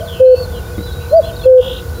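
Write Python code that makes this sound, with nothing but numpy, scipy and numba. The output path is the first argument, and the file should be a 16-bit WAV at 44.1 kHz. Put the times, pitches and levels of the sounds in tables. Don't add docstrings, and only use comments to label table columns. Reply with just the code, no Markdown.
import sys
import numpy as np
from scipy import signal
from scipy.fft import rfft, irfft
from scipy.io import wavfile
from scipy.ndimage import uniform_filter1d, minimum_filter1d, map_coordinates
from numba import njit

SR = 44100
rng = np.random.default_rng(int(sys.argv[2]) if len(sys.argv) > 2 else 0)


def log_audio(samples):
    frames = np.atleast_2d(samples).T
    limited = np.clip(frames, -1, 1)
    pcm = np.round(limited * 32767).astype(np.int16)
    wavfile.write(sys.argv[1], SR, pcm)


N = 88200
PRE_S = .4
M = N + int(PRE_S * SR)
T = np.arange(M) / SR - PRE_S


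def undb(db):
    return 10 ** (np.asarray(db) / 20)


def walk(rate_hz):
    hold = int(SR / rate_hz)
    steps = np.repeat(rng.standard_normal(M // hold + 1), hold)
    return 0.938 * uniform_filter1d(uniform_filter1d(steps, hold), hold)[:M]


def tail(t60_s):
    t = np.arange(int(SR * .8)) / SR
    decay = rng.standard_normal(len(t)) * np.exp(-np.log(1000) * t / t60_s) * np.minimum(t / 0.055, 1)
    return decay / np.sqrt(np.sum(decay ** 2))


def ring(t, hz, t60_s):
    return np.sin(2 * np.pi * hz * t) * np.exp(-np.log(1000) * t / t60_s)


# share_of_length, pitch_hz
CU_PITCH = [(0, 491.4), (0.151, 571), (0.301, 629.6), (.45, 656), (.63, 673), (.8, 652.4), (.9, 613),
            (1, 519)]
KOO_PITCH = [(0, 495), (.1, 514.2), (.2, 519.7), (.6, 510.4), (0.851, 509.3), (1, 492)]
# share_of_length, level_db (added to the note's level)
CU_LEVEL = [(0, -35), (.07, -20), (0.161, -15), (0.231, -6.5), (0.351, -2.5), (.5, 1), (.78, -1), (.9, 1.5),
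            (.95, -6), (1.002, -22)]
KOO_LEVEL = [(0, -42), (.08, -15.5), (.16, -6), (0.282, -5.5), (.6, -3.5), (.84, -6.5), (.93, -5), (1, -30)]
# start_s, length_s, level_db
CU_NOTES = [(-.145, 0.1016, 3), (1.108, .101, 3.5)]
KOO_NOTES = [(.192, 0.1644, 13.15), (1.446, 0.167, 13.6)]
OVERTONES_DB = {"cu": (-50, -52.5), "koo": (-57, -46)}
ECHO_LIFT_DB = {"cu": 2, "koo": -0.5}


def cuckoo_notes():
    direct, to_wood = np.zeros(M), np.zeros(M)
    kinds = (("cu", CU_NOTES, CU_PITCH, CU_LEVEL), ("koo", KOO_NOTES, KOO_PITCH, KOO_LEVEL))
    for kind, notes, pitch, level in kinds:
        for start_s, length_s, level_db in notes:
            share = (T - start_s) / length_s
            pitch_hz = uniform_filter1d(np.interp(share, *np.array(pitch).T), size=130)
            shape_db = uniform_filter1d(np.interp(share, *np.array(level).T), size=130)
            phase = 2 * np.pi * np.cumsum(pitch_hz) / SR
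            tone = np.sin(phase)
            for harmonic, overtone_db in enumerate(OVERTONES_DB[kind], start=2):
                tone = tone + undb(overtone_db) * np.sin(harmonic * phase)
            fade_s = np.minimum(share * length_s + 0.015, (1 - share) * length_s + 0.0086)
            note = tone * np.clip(fade_s / .004, 0, 1) * undb(level_db + shape_db)
            direct += note
            to_wood += note * undb(ECHO_LIFT_DB[kind])
    return direct, to_wood


# delay_s, level_db
WOOD_ECHOES = [(0.027, -40), (.058, -28.5), (.075, -35.5), (.1, -35), (.122, -30)]
SWAY_S, SWAY_HZ = .0006, 35
WOOD_T60_S, WOOD_DB = 1, -30.5


def wood_echo(to_wood):
    out = np.zeros(M)
    for delay_s, level_db in WOOD_ECHOES:
        heard_at = np.arange(M) - (delay_s + SWAY_S * walk(SWAY_HZ)) * SR
        out += undb(level_db) * map_coordinates(to_wood, [heard_at], order=1)
    return out + undb(WOOD_DB) * signal.fftconvolve(to_wood, tail(WOOD_T60_S))[:M]


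def cuckoo():
    direct, to_wood = cuckoo_notes()
    return direct + wood_echo(to_wood)


FADE_S = .012
# start_s, end_s, pitch_hz at start, middle, end, level_db
WHISTLES = [(0, .022, 3400, 3150, 2800, -36), (.03, .085, 4850, 4350, 3600, -50),
            (.14, .165, 4150, 4150, 4120, -44), (.338, .402, 2620, 2680, 2610, -40),
            (.412, .456, 4500, 4420, 3980, -32), (.548, .606, 2980, 2880, 2760, -43),
            (.555, .60, 4120, 4030, 3950, -46), (.61, .69, 3500, 3670, 3620, -48),
            (.742, .772, 3500, 3420, 3350, -44), (.77, .83, 3700, 3800, 3970, -45),
            (.815, .90, 3970, 3990, 3900, -39), (.822, .86, 4150, 4800, 5600, -48),
            (.858, .912, 3800, 3520, 3350, -42), (.885, 1.01, 3900, 3870, 3820, -42),
            (1.0, 1.07, 3830, 3960, 3900, -44), (1.09, 1.14, 4050, 4190, 4320, -41),
            (1.124, 1.144, 4320, 4150, 3800, -40), (1.132, 1.165, 4200, 4480, 4690, -42),
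            (1.158, 1.196, 4680, 4720, 4520, -33), (1.20, 1.235, 4300, 3850, 3450, -47),
            (1.232, 1.278, 3950, 4110, 4300, -39), (1.27, 1.288, 4310, 4180, 3880, -38),
            (1.284, 1.312, 3550, 3170, 2900, -36), (1.32, 1.385, 3720, 3760, 3850, -44),
            (1.354, 1.365, 4200, 4550, 4900, -39), (1.362, 1.374, 4120, 4230, 4480, -34),
            (1.373, 1.385, 3800, 3870, 3920, -34), (1.392, 1.406, 3760, 3720, 3670, -32),
            (1.411, 1.428, 3680, 3460, 3340, -33), (1.426, 1.44, 3480, 3400, 3300, -40),
            (1.406, 1.426, 4050, 4120, 4150, -37), (1.424, 1.459, 4160, 4300, 3800, -38),
            (1.454, 1.485, 3620, 3230, 2950, -39), (1.435, 1.45, 2780, 2690, 2600, -32),
            (1.88, 1.905, 4000, 4400, 5000, -46), (1.94, 2, 3900, 4000, 3950, -46)]
# start_s, end_s, pitch_hz at start, middle, end, level_db, swell_db (either side of the middle),
# warble_hz, warble_depth_hz, throb_hz, throb_share, pitch_scatter_hz (scale of the random drift)
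TRILLS = [(.072, .18, 3555, 3180, 3000, -35, 1, 198.3, 189, 96.1, 0.48, 39.2),
          (.14, .35, 2700, 2640, 2700, -42.5, -1.5, 96.7, 63.5, 95.6, 0.44, 23),
          (.166, .37, 3033, 2980, 2900, -42, -1, 94.5, 167, 97, 0.404, 26),
          (.243, .43, 4104, 4420, 4470, -37, 4, 95, -91, 97.1, 0.3, 12),
          (.384, .51, 3520, 3600, 3530, -56, 3.5, 100, 30, 31.7, .95, 20),
          (.514, .592, 3680, 3270, 3070, -41.5, 1.5, 296.5, 148, 96, 0.48, 31),
          (.625, .745, 2330, 2400, 2560, -54, -1, 100, 33, 25.3, 0.78, 30),
          (.91, .95, 4210, 4050, 3900, -40.5, 1, 100.6, 197.5, 59.6, 0.44, 100),
          (.995, 1.09, 2536, 2600, 2300, -47, -3, 100, 195, 50, 0.29, 116),
          (1.225, 1.27, 3343, 3400, 3280, -37.5, -6.5, 109, 63, 110, 0.44, 35),
          (1.239, 1.31, 2784, 3200, 2800, -41, 2, 98.2, 343.5, 98, 0.83, 59),]
WHISTLE_SCATTER_HZ, WARBLE_DRIFT = 40, .01


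def whistles_and_trills():
    out = np.zeros(M)
    plain = [tuple(w) + (0, 1, 0, 1, 0, WHISTLE_SCATTER_HZ) for w in WHISTLES]
    scatter = walk(350)
    uneven_s = np.cumsum(1 + WARBLE_DRIFT * walk(60)) / SR
    for (start_s, end_s, first_hz, middle_hz, last_hz, level_db, swell_db, warble_hz, warble_depth_hz,
         throb_hz, throb_share, scatter_hz) in plain + list(TRILLS):
        on = (T >= start_s) & (T < end_s)
        share = (T[on] - start_s) / (end_s - start_s)
        t = uneven_s[on] - uneven_s[on][0]
        bend_hz = 2 * (first_hz + last_hz - 2 * middle_hz)
        pitch_hz = middle_hz + (last_hz - first_hz) * (share - .5) + bend_hz * (share - .5) ** 2
        pitch_hz += warble_depth_hz * np.sin(2 * np.pi * warble_hz * t) + scatter_hz * scatter[on]
        fade = np.clip(np.minimum(share, 1 - share) * max((end_s - start_s) / FADE_S, 2), 0, 1)
        throb = 1 - throb_share * np.cos(2 * np.pi * throb_hz * t)
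        level = fade * throb * undb(level_db + swell_db * 2 * (share - .5))
        out[on] += np.sqrt(2) * level * np.sin(2 * np.pi * np.cumsum(pitch_hz) / SR)
    return out


# pitch_hz at start, end, buzz_depth_hz at start, end,
# level_db at start, 0.4 of the length, end, gap_share, pitch_scatter_hz (scale of the random drift)
RATTLE_VOICES = [(3254, 3600, 270, 500, -38, -26.5, -32, 0.64, 60),
                 (2816, 2850, 79, 114, -43, -35.5, -37, .5, 130)]
RATTLE_START_S, RATTLE_END_S = 1.572, 1.808
RATTLE_HZ, BUZZ_HZ = 58.8, 296.5


def rattle():
    length_s = RATTLE_END_S - RATTLE_START_S
    t = T - RATTLE_START_S
    share = np.clip(t / length_s, 0, 1)
    fade = np.clip(np.minimum(share, 1 - share) * length_s / FADE_S, 0, 1)
    buzz = np.sin(2 * np.pi * BUZZ_HZ * t)
    out = np.zeros(M)
    for k, (first_hz, last_hz, first_depth_hz, last_depth_hz, first_db, middle_db, last_db,
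            gap_share, scatter_hz) in enumerate(RATTLE_VOICES):
        depth_hz = first_depth_hz + (last_depth_hz - first_depth_hz) * share ** 2
        pitch_hz = first_hz + (last_hz - first_hz) * share ** 2 + depth_hz * buzz + scatter_hz * walk(350)
        beat = 1 - (-1) ** k * gap_share * np.cos(2 * np.pi * RATTLE_HZ * t)
        level = undb(np.interp(share, [0, .4, 1], [first_db, middle_db, last_db])) * fade
        out += level * beat * np.sin(2 * np.pi * np.cumsum(pitch_hz) / SR)
    return out


BIRD_WET_DB, BIRD_T60_S = -10, 0.13


def songbirds():
    birds = whistles_and_trills() + rattle()
    birds = birds * undb(1.6 * walk(110))
    return birds + undb(BIRD_WET_DB) * signal.fftconvolve(birds, tail(BIRD_T60_S))[:M]


TOAD_RATE_HZ, TOAD_FIRST_S = 39.27, .0225
TOAD_HZ, TOAD_BASE_DB = 1479.7, -40.5
TOAD_SHAPE = 0.85


def toad():
    cycle = (T - TOAD_FIRST_S) * TOAD_RATE_HZ + .5 + 0.014 * walk(12.0)
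    pulse = (np.sin(np.pi * (cycle % 1)) ** 2) ** TOAD_SHAPE
    phase = 2 * np.pi * np.cumsum(TOAD_HZ * (1 + 0.021 * walk(30))) / SR
    return 2 * undb(TOAD_BASE_DB + 0.81 * walk(30)) * pulse * np.sin(phase)


# start_s, level_db
KNOCKS = [(.781, -13.5), (.79, -17.5), (.807, -19.5)]
# pitch_hz, level_db (added to the knock's level), t60_s
CAMERA_BODY = [(134, -25, 0.063), (207, -1, 0.055), (305, -0.5, 0.045), (2070, -18, 0.028)]


def knocks():
    out = np.zeros(M)
    for start_s, knock_db in KNOCKS:
        t = np.maximum(T - start_s, 0)
        for pitch_hz, mode_db, t60_s in CAMERA_BODY:
            out -= undb(knock_db + mode_db) * ring(t, pitch_hz, t60_s)
    return out


# frequency_hz, level_db per Hz
NOISE_FLOOR = [(20, -82), (30, -72), (45, -47), (105, -49), (125, -57.5), (250, -64.5), (500, -65),
               (1100, -69), (1600, -77), (2200, -82.5), (3500, -82), (4600, -80.5), (6000, -83),
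               (8800, -90), (9300, -80.5), (12800, -88.5), (13500, -80), (16000, -87.5)]
SWELL_DB, FLICKER_DB = -1.06, 2.5


def noise_floor():
    f = np.maximum(np.fft.rfftfreq(M, 1 / SR), 1)
    floor_hz, floor_db = np.array(NOISE_FLOOR).T
    level = undb(np.interp(np.log(f), np.log(floor_hz), floor_db, left=-110)) * np.sqrt(SR / 2)
    spectrum = rfft(rng.standard_normal(M)) * level
    out, swell = np.zeros(M), walk(2.4)
    for k in range(8, 29):
        band = np.cos(np.pi / 2 * np.clip(2 * np.log2(f) - k, -1, 1)) ** 2
        moving = k < 21
        drift_db = (SWELL_DB * swell + FLICKER_DB * walk(9.18)) * moving
        out += irfft(spectrum * band, M) * undb(drift_db)
    return out


# pitch_hz, width_hz (between half-amplitude points), level_db (rms)
TRAFFIC_DRONES = [(60.7, 8.6, -36), (81.9, 27.5, -27), (140.4, 8.4, -39.5), (174.6, 5.7, -42.5),
                  (212, 18, -49), (359.6, 8.7, -45.5), (479.3, 35, -33)]


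def traffic_drones():
    f = np.maximum(np.fft.rfftfreq(M, 1 / SR), 1)
    out = np.zeros(M)
    for pitch_hz, width_hz, level_db in TRAFFIC_DRONES:
        peak = np.minimum(f / pitch_hz, 1) / (1 + (2 * (f - pitch_hz) / width_hz) ** 2)
        drone = irfft(rfft(rng.standard_normal(M)) * peak, M)
        out += undb(level_db) * drone / np.std(drone)
    return out


# pitch_hz, level_db (rms)
CAMERA_WHINE = [(6751, -61), (7122, -59), (7499, -66), (9372, -66), (9749, -67), (13501, -61), (13873, -57),
                (14250, -56), (14626, -61), (15375, -65)]


def camera_whine():
    out = np.zeros(M)
    for pitch_hz, level_db in CAMERA_WHINE:
        out += np.sqrt(2) * undb(level_db) * np.sin(2 * np.pi * (pitch_hz * T + rng.random()))
    return out


def scene():
    animals = cuckoo() + songbirds() + toad()
    background = noise_floor() + traffic_drones() + camera_whine()
    return (animals + knocks() + background)[None, M - N:]


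@njit
def recover(gain, step):
    out, g = np.empty(len(gain)), 1.
    for i in range(len(gain)):
        g = min(gain[i], g + (1 - g) * step)
        out[i] = g
    return out


CEILING, LOOK_S, RELEASE_S = 0.91, 0.0013, 0.014
TOP_HZ = 15750


def record(dry):
    look = int(LOOK_S * SR)
    needed = np.minimum(CEILING / (np.abs(dry[0]) + 1e-9), 1)
    needed = minimum_filter1d(needed, 2 * look + 1)
    gain = uniform_filter1d(recover(needed, 1 / (RELEASE_S * SR)), look)
    top_cut = signal.ellip(10, .2, 80, TOP_HZ, fs=SR, output="sos")
    return signal.sosfilt(top_cut, dry * gain)


dry = scene()
out = record(dry)
log_audio(out)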